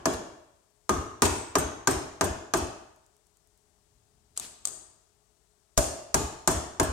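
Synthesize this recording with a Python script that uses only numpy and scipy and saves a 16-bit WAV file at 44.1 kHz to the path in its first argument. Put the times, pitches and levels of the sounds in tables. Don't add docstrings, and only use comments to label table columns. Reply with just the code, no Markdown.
import sys
import numpy as np
from scipy import signal
from scipy.fft import rfft, irfft
from scipy.io import wavfile
from scipy.ndimage import uniform_filter1d

SR = 44100
rng = np.random.default_rng(int(sys.argv[2]) if len(sys.argv) > 2 else 0)


def to_wav(s):
    ch = np.atleast_2d(s).T
    pcm = np.round(np.clip(ch, -1, 1) * 32767)
    wavfile.write(sys.argv[1], SR, pcm.astype(np.int16))


N = 305172
T = np.arange(SR) / SR
HZ = np.fft.rfftfreq(SR, 1 / SR)

# t/s, force/dB, bass thump/dB, wooden knock/dB, treble crack/dB, ring f/Hz, ring level/dB
BLOWS = [(0.056, -6, -1, 6, -5, 654, -18), (0.893, -7.5, 5.5, 7, -4.5, 1223, -11),
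         (1.22, -1, 1.5, 3, -2, 2570, -28), (1.554, -3.5, 0.5, 3.5, -6.5, 1205, -24),
         (1.873, -3.5, 1.5, 3, -2.5, 1186, -39), (2.21, -4.5, 2, 2.5, -6.5, 654, -26),
         (2.537, -4.5, 0, 2.5, -4.5, 663, -24), (5.776, -7.5, 2.5, 2, 6.5, 656, -10),
         (6.143, -6, 5, 1.5, 2.5, 870, -19), (6.475, -4.5, 5, 2, 2, 689, -19.5),
         (6.798, -5.5, 6, 4, -4, 666, -20)]
# f/Hz, t60/s
ROOM_T60 = [(70, 0.78), (200, 0.54), (400, .66), (650, .76), (1100, 0.78), (3000, 0.72), (7000, 0.63),
            (14000, 0.35)]
# f/Hz, likeness/0-1
NEAR_SAME = [(100, .85), (300, 0.75), (600, 0.4), (1100, .15), (7000, 0.1)]
# f/Hz, likeness/0-1
ROOM_SAME = [(80, .9), (300, .78), (600, 0.22), (1100, 0.05), (7000, 0.05)]
# f/Hz, level/dB
WHITE = [(20, 0), (20000, 0)]


def hammer():
    # f/Hz, level/dB
    clank_colour = [(35, -45.5), (60, -24), (176, -19), (354, -11.5), (540, -12.5), (682, -9), (946, -7),
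                    (1060, -8), (1340, -16.5), (1620, -9.5), (1820, -16), (2520, -20.5), (3420, -26),
                    (8320, -19.5), (16000, -37.5)]
    # f/Hz, t60/s
    clank_t60 = [(100, 0.23), (350, 0.18), (1000, 0.14), (2700, 0.049), (7000, 0.09), (14000, 0.076)]
    # f/Hz, level/dB, t60/s
    steel_tones = [(656.4, -10, 0.13), (860, -17.5, 0.033), (1079, -9, 0.16), (1191, 4, 0.043),
                   (1560, -1.5, 0.066), (2576, -26, 0.43), (3390, -24.5, 0.31), (6220, -6.5, 0.02),
                   (7330, -12, 0.078), (8200, -18.5, 0.13)]
    # f/Hz, level/dB, t60/s
    vise_tones = [(165.7, -12, .15), (265, -6, 0.15), (332, -6, .1), (387.6, 2.5, 0.12)]
    out = np.zeros((2, N))
    for s, force_db, thump_db, knock_db, crack_db, _, _ in BLOWS:
        clank = fade(noise(clank_colour, NEAR_SAME, SR), clank_t60) * rise(0.00011)
        snap = amp(-20) * contact(t60=0.042) + amp(-12.5) * contact(t60=0.029)
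        blow = amp(-14) * clank + snap * pan(2.2)
        blow += amp(-16.5) * ring(steel_tones, detune=0.0036) * rise(0.00088)
        blow += amp(-17) * ring(vise_tones, detune=0.018) * slow_rise(0.009)
        blow += amp(-31.5) * bench()
        blow += amp(-24.5) * workshop() * pan(0.51)
        blow += amp(-46.5) * jolt()
        add(out, s, amp(force_db) * tint(blow, [thump_db, knock_db, 0, 0, crack_db]))
    add(out, -0.3, amp(-20) * tint(workshop(), [-3.5, -1, -5.5, -6.5, -14]))
    return out


def contact(t60):
    # f/Hz, level/dB
    snap_colour = [(180, -53.5), (300, -27), (1230, -19.5), (2030, -23.5), (4670, -6.5), (5430, -9.5),
                   (5900, 2.5), (6620, 0.5), (7080, 0.5), (8640, -6), (10200, -11), (15200, -24.5),
                   (16000, -38)]
    return ragged(noise(snap_colour, NEAR_SAME, SR), spacing_hz=410) * dying(t60) * rise(0.00012)


def core_and_shaft(pair_ratio=0.905, lower_db=-3.5, smear_hz=60):
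    # t/s, f/Hz, level/dB, t60/s
    pings = [(0.893, 6000, -31, 0.041), (1.241, 8070, -27.5, 0.29), (1.555, 6380, -17.5, 0.02),
             (1.871, 6160, -30.5, 0.072), (5.776, 7300, -33, 0.025)]
    core, shaft = np.zeros((2, 2, N))
    for s, force_db, *_, hz, ring_db in BLOWS:
        t60 = 0.16 * (hz / 1000) ** -0.46
        lower_hz = hz * pair_ratio
        pair = ring([(hz, 0, t60), (lower_hz, lower_db, t60)], detune=0) * rise(0.00031)
        smear = resonant([(hz, smear_hz, 0), (lower_hz, smear_hz, lower_db)]) * dying(0.85) * rise(0.015)
        add(core, s, amp(force_db + ring_db) * (pair + amp(-12.5) * smear))
    for s, *tone in pings:
        add(shaft, s, ring([tone], detune=0) * rise(0.0007))
    return core + shaft + amp(-3) * echo(shaft)


def bench(lag_s=0.025, rebound_s=0.09):
    # f/Hz, level/dB, t60/s
    bench_tones = [(57.3, -4, 0.27), (68.7, -15.5, 0.28), (87.5, 7.5, 0.22), (128.3, -11.5, .3)]
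    thump = ring(bench_tones, detune=0.02) * slow_rise(lag_s) * pan(4)
    sway = np.sin(2 * np.pi * 68 * (T - rebound_s)) * np.exp(-((T - rebound_s - 0.012) / 0.015) ** 2)
    return thump + amp(3.5) * sway


def jolt():
    colour = [(15, -41.5), (38, 5), (60, 4), (110, -8.5), (300, -49), (1000, -87.5)]
    return noise(colour, [(30, 0.3), (100, 0.46)], SR) * dying(0.6) * slow_rise(0.015) * pan(10)


def thuds(second_run_s=5, drop_db_per_blow=9):
    # f/Hz, level/dB, t60/s
    top_tones = [(56, 3, 0.12), (112, 5, 0.077)]
    out = np.zeros((2, N))
    for k, s in enumerate(row[0] for row in BLOWS if row[0] > second_run_s):
        dip = ring(top_tones, detune=0.032, apart_hz=90) * rise(0.0043) * pan(10)
        add(out, s, amp(-19 - k * drop_db_per_blow) * dip)
    return out


def bounces():
    # t/s, level/dB
    landings = [(0.1333, -40), (1.5844, -20.5), (1.9083, -24.5), (2.2416, -24.5), (2.5712, -27.5),
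                (6.51, -26.5), (6.83, -25)]
    # f/Hz, width/Hz, level/dB
    handle_peaks = [(6960, 2600, -12.5), (8400, 310, 3.5), (11500, 600, -18.5), (13180, 700, -9)]
    out = np.zeros((2, N))
    for s, db in landings:
        chink = resonant(handle_peaks) * dying(0.073) * rise(0.00054)
        tail = fade(resonant(handle_peaks), [(7000, 0.45), (9000, 0.35), (13000, 0.18)]) * rise(0.004)
        add(out, s, amp(db - 2.5) * (chink + amp(-15.5) * tail) * pan(0.75))
    return out


def blade():
    # t/s, level/dB
    clicks = [(4.375, -18.5), (4.3973, -24.5), (4.653, -17.5), (4.6723, -24), (4.6829, -31), (4.689, -34)]
    # f/Hz, width/Hz, level/dB
    blade_peaks = [(720, 160, -13), (1207, 39, -6.5), (4400, 1200, -14), (6420, 440, -7), (7180, 260, -2),
                   (8000, 150, 4), (8680, 490, -2.5), (11400, 2500, -20), (14900, 1400, -33)]
    # t/s, level/dB, swell time/s
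    skids = [(0.14, -44, 0.015), (1.239, -28, .008), (1.259, -24.5, 0.011), (4.369, -45, .005),
             (4.434, -45, 0.042), (4.672, -51, 0.022), (5.786, -27, 0.0089)]
    nudge_colour = [(40, -10), (110, 3), (220, -2), (400, -4), (900, -30), (3000, -70)]
    rasp_colour = [(500, -7), (2500, 2.5), (4800, 4), (7500, 5), (9000, -1.5), (11000, 0.5),
                   (16000, -22.5)]
    tick_then_ring = amp(2.5) * dying(0.011) + amp(-15) * dying(0.06)
    out = np.zeros((2, N))
    for s, db in clicks:
        click = resonant(blade_peaks) * tick_then_ring * rise(0.0005)
        add(out, s, amp(db) * (click * pan(5) + amp(-36) * workshop()))
        nudge = noise(nudge_colour, ROOM_SAME, SR) * dying(0.5) * rise(0.015)
        add(out, s, amp(db - 42) * nudge)
    for s, db, swell_s in skids:
        grit = unit(np.exp(1.5 * uniform_filter1d(rng.standard_normal(SR), 20)))
        rasp = noise(rasp_colour, NEAR_SAME, SR)
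        swell = np.exp(-((T - 0.5) / swell_s) ** 2)
        add(out, s - 0.5, amp(db) * rasp * grit * swell * pan(2))
    return out + amp(-10) * echo(out)


def workshop():
    # f/Hz, level/dB
    wash_colour = [(40, -15.5), (75, -0.5), (190, -6.5), (350, 1.5), (440, -1.5), (515, -11.5), (640, -4.5),
                   (1150, -5.5), (2000, -17.5), (4200, -19), (7000, -10.5), (9000, -17), (11500, -21),
                   (16000, -38.5)]
    # f/Hz, width/Hz, lift/dB
    held_tones = [(627, 26, 6.5), (1130, 19, 0), (1704, 42, 4), (2530, 55, 1), (2791, 30, 4.5),
                  (3500, 25, 3), (6530, 60, 3), (7000, 140, 3), (8500, 180, 5.5)]
    lift_db = sum(db / (1 + ((HZ - hz) / width) ** 2) for hz, width, db in held_tones)
    wash = irfft(rfft(noise(wash_colour, ROOM_SAME, SR)) * amp(lift_db), SR)
    return fade(ragged(wash, spacing_hz=90), ROOM_T60) * rise(0.016)


def echo(x):
    room = fade(noise(WHITE, ROOM_SAME, SR), ROOM_T60) * rise(0.037)
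    return signal.fftconvolve(x, room / np.linalg.norm(room[0]), axes=1)[:, :N]


def steps(loudest_s=4.25, swell_s=0.65):
    swell = np.exp(-((np.arange(N) / SR - loudest_s) / swell_s) ** 2)
    rumble = noise([(18, -25), (50, 0), (120, -6), (250, -14), (500, -35), (1500, -80)], ROOM_SAME, N)
    return amp(-71) * swell * rumble * pan(2)


def background(tick_s=0.001):
    # f/Hz, level/dB
    air_colour = [(18, -29.5), (45, -1), (90, -7), (140, -11), (290, -19), (415, -9), (510, -24),
                  (650, -14), (1200, -21), (2400, -26.5), (4200, -24), (8300, -19.5), (10500, -28),
                  (16000, -36)]
    # f/Hz, level/dB
    hum_tones = [(53.8, -93.5), (419.9, -83), (608.3, -90)]
    t = np.arange(N) / SR
    out = amp(-73.3) * noise(air_colour, ROOM_SAME, N) * pan(15)
    for hz, db in hum_tones:
        waver = np.cumsum(rng.standard_normal(N)) * 0.0043
        out += amp(db) * np.sqrt(2) * np.sin(2 * np.pi * hz * t + waver)
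    for s in np.arange(2.9615, 3.6, 0.1024):
        tick = noise([(4000, -30), (6500, 0), (10000, -3), (16000, -13)], [(100, 0.8), (9000, 0.8)], 1024)
        add(out, s, amp(-55) * tick * np.exp(-T[:1024] / tick_s))
    return out


def ring(tones, detune, apart_hz=600):
    out = np.zeros((2, SR))
    for hz, db, t60 in tones:
        mistune, offset = rng.standard_normal(2)
        phase = np.array([[0.5], [-0.5]]) * offset * min(hz / apart_hz, np.pi)
        out += amp(db) * dying(t60) * np.sin(2 * np.pi * hz * (1 + detune * mistune) * T + phase)
    return out


def noise(colour, same, size):
    hz = np.fft.rfftfreq(size, 1 / SR)
    left, other = rfft(rng.standard_normal((2, size)))
    likeness = np.clip(read(same, hz), -1, 1)
    right = likeness * left + np.sqrt(1 - likeness ** 2) * other
    return unit(irfft(np.array([left, right]) * amp(read(colour, hz)), size))


def resonant(peaks):
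    gain = np.sqrt(sum(amp(db) ** 2 / (1 + ((HZ - hz) / width) ** 2) ** 2 for hz, width, db in peaks))
    return unit(irfft(rfft(noise(WHITE, NEAR_SAME, SR)) * gain, SR))


def ragged(x, spacing_hz):
    ripple = uniform_filter1d(rng.standard_normal(len(HZ)), spacing_hz)
    ripple = unit(uniform_filter1d(ripple, spacing_hz))
    ripple_db = 2.4 * ripple * np.clip(HZ / 1500, 0, 1)
    return irfft(rfft(x) * amp(ripple_db + 3.58), SR)


def fade(x, t60s):
    spectrum, centres = rfft(x), np.geomspace(60, 15000, 12)
    out = np.zeros_like(x)
    for hz, band in zip(centres, np.eye(len(centres))):
        share = np.interp(np.log(HZ + 1), np.log(centres), band)
        out += irfft(spectrum * share, SR) * dying(read(t60s, hz))
    return out


def tint(x, dbs):
    band_hz = [80, 280, 800, 2700, 7500]
    log_gain = np.log(amp(read(list(zip(band_hz, dbs)), abs(np.fft.fftfreq(SR, 1 / SR)))))
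    response = np.exp(np.conj(signal.hilbert(log_gain)))[:len(HZ)]
    return signal.oaconvolve(x, irfft(response, SR)[None, :SR // 20], axes=1)[:, :SR]


def dying(t60):
    return np.exp(-np.log(1000) * T / t60)


def rise(seconds):
    return 1 - np.exp(-T / seconds)


def slow_rise(seconds):
    return 1 - np.exp(-(T / seconds) ** 3)


def amp(db):
    return 10 ** (np.asarray(db) / 20)


def pan(left_db):
    return amp([[left_db / 2], [-left_db / 2]])


def unit(x):
    return x / np.sqrt(np.mean(x ** 2) + 1e-20)


def read(points, hz):
    f, value = np.transpose(points)
    return np.interp(np.log(hz + 1), np.log(f + 1), value)


def add(mix, s, sound):
    start = round(s * SR)
    sound = sound[..., max(-start, 0):]
    part = mix[:, max(start, 0):][:, :sound.shape[-1]]
    part += sound[..., :part.shape[1]]


def scene():
    return hammer() + core_and_shaft() + thuds() + bounces() + blade() + steps() + background()


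def record(dry, ceiling=0.39, top_hz=16300):
    rounded = ceiling * np.tanh(dry * pan(0.98) / ceiling)
    treble_cut = signal.firwin(255, top_hz, window=("kaiser", 9), fs=SR)
    return signal.oaconvolve(rounded, treble_cut[None], "same")


dry = scene()
out = record(dry)
to_wav(out)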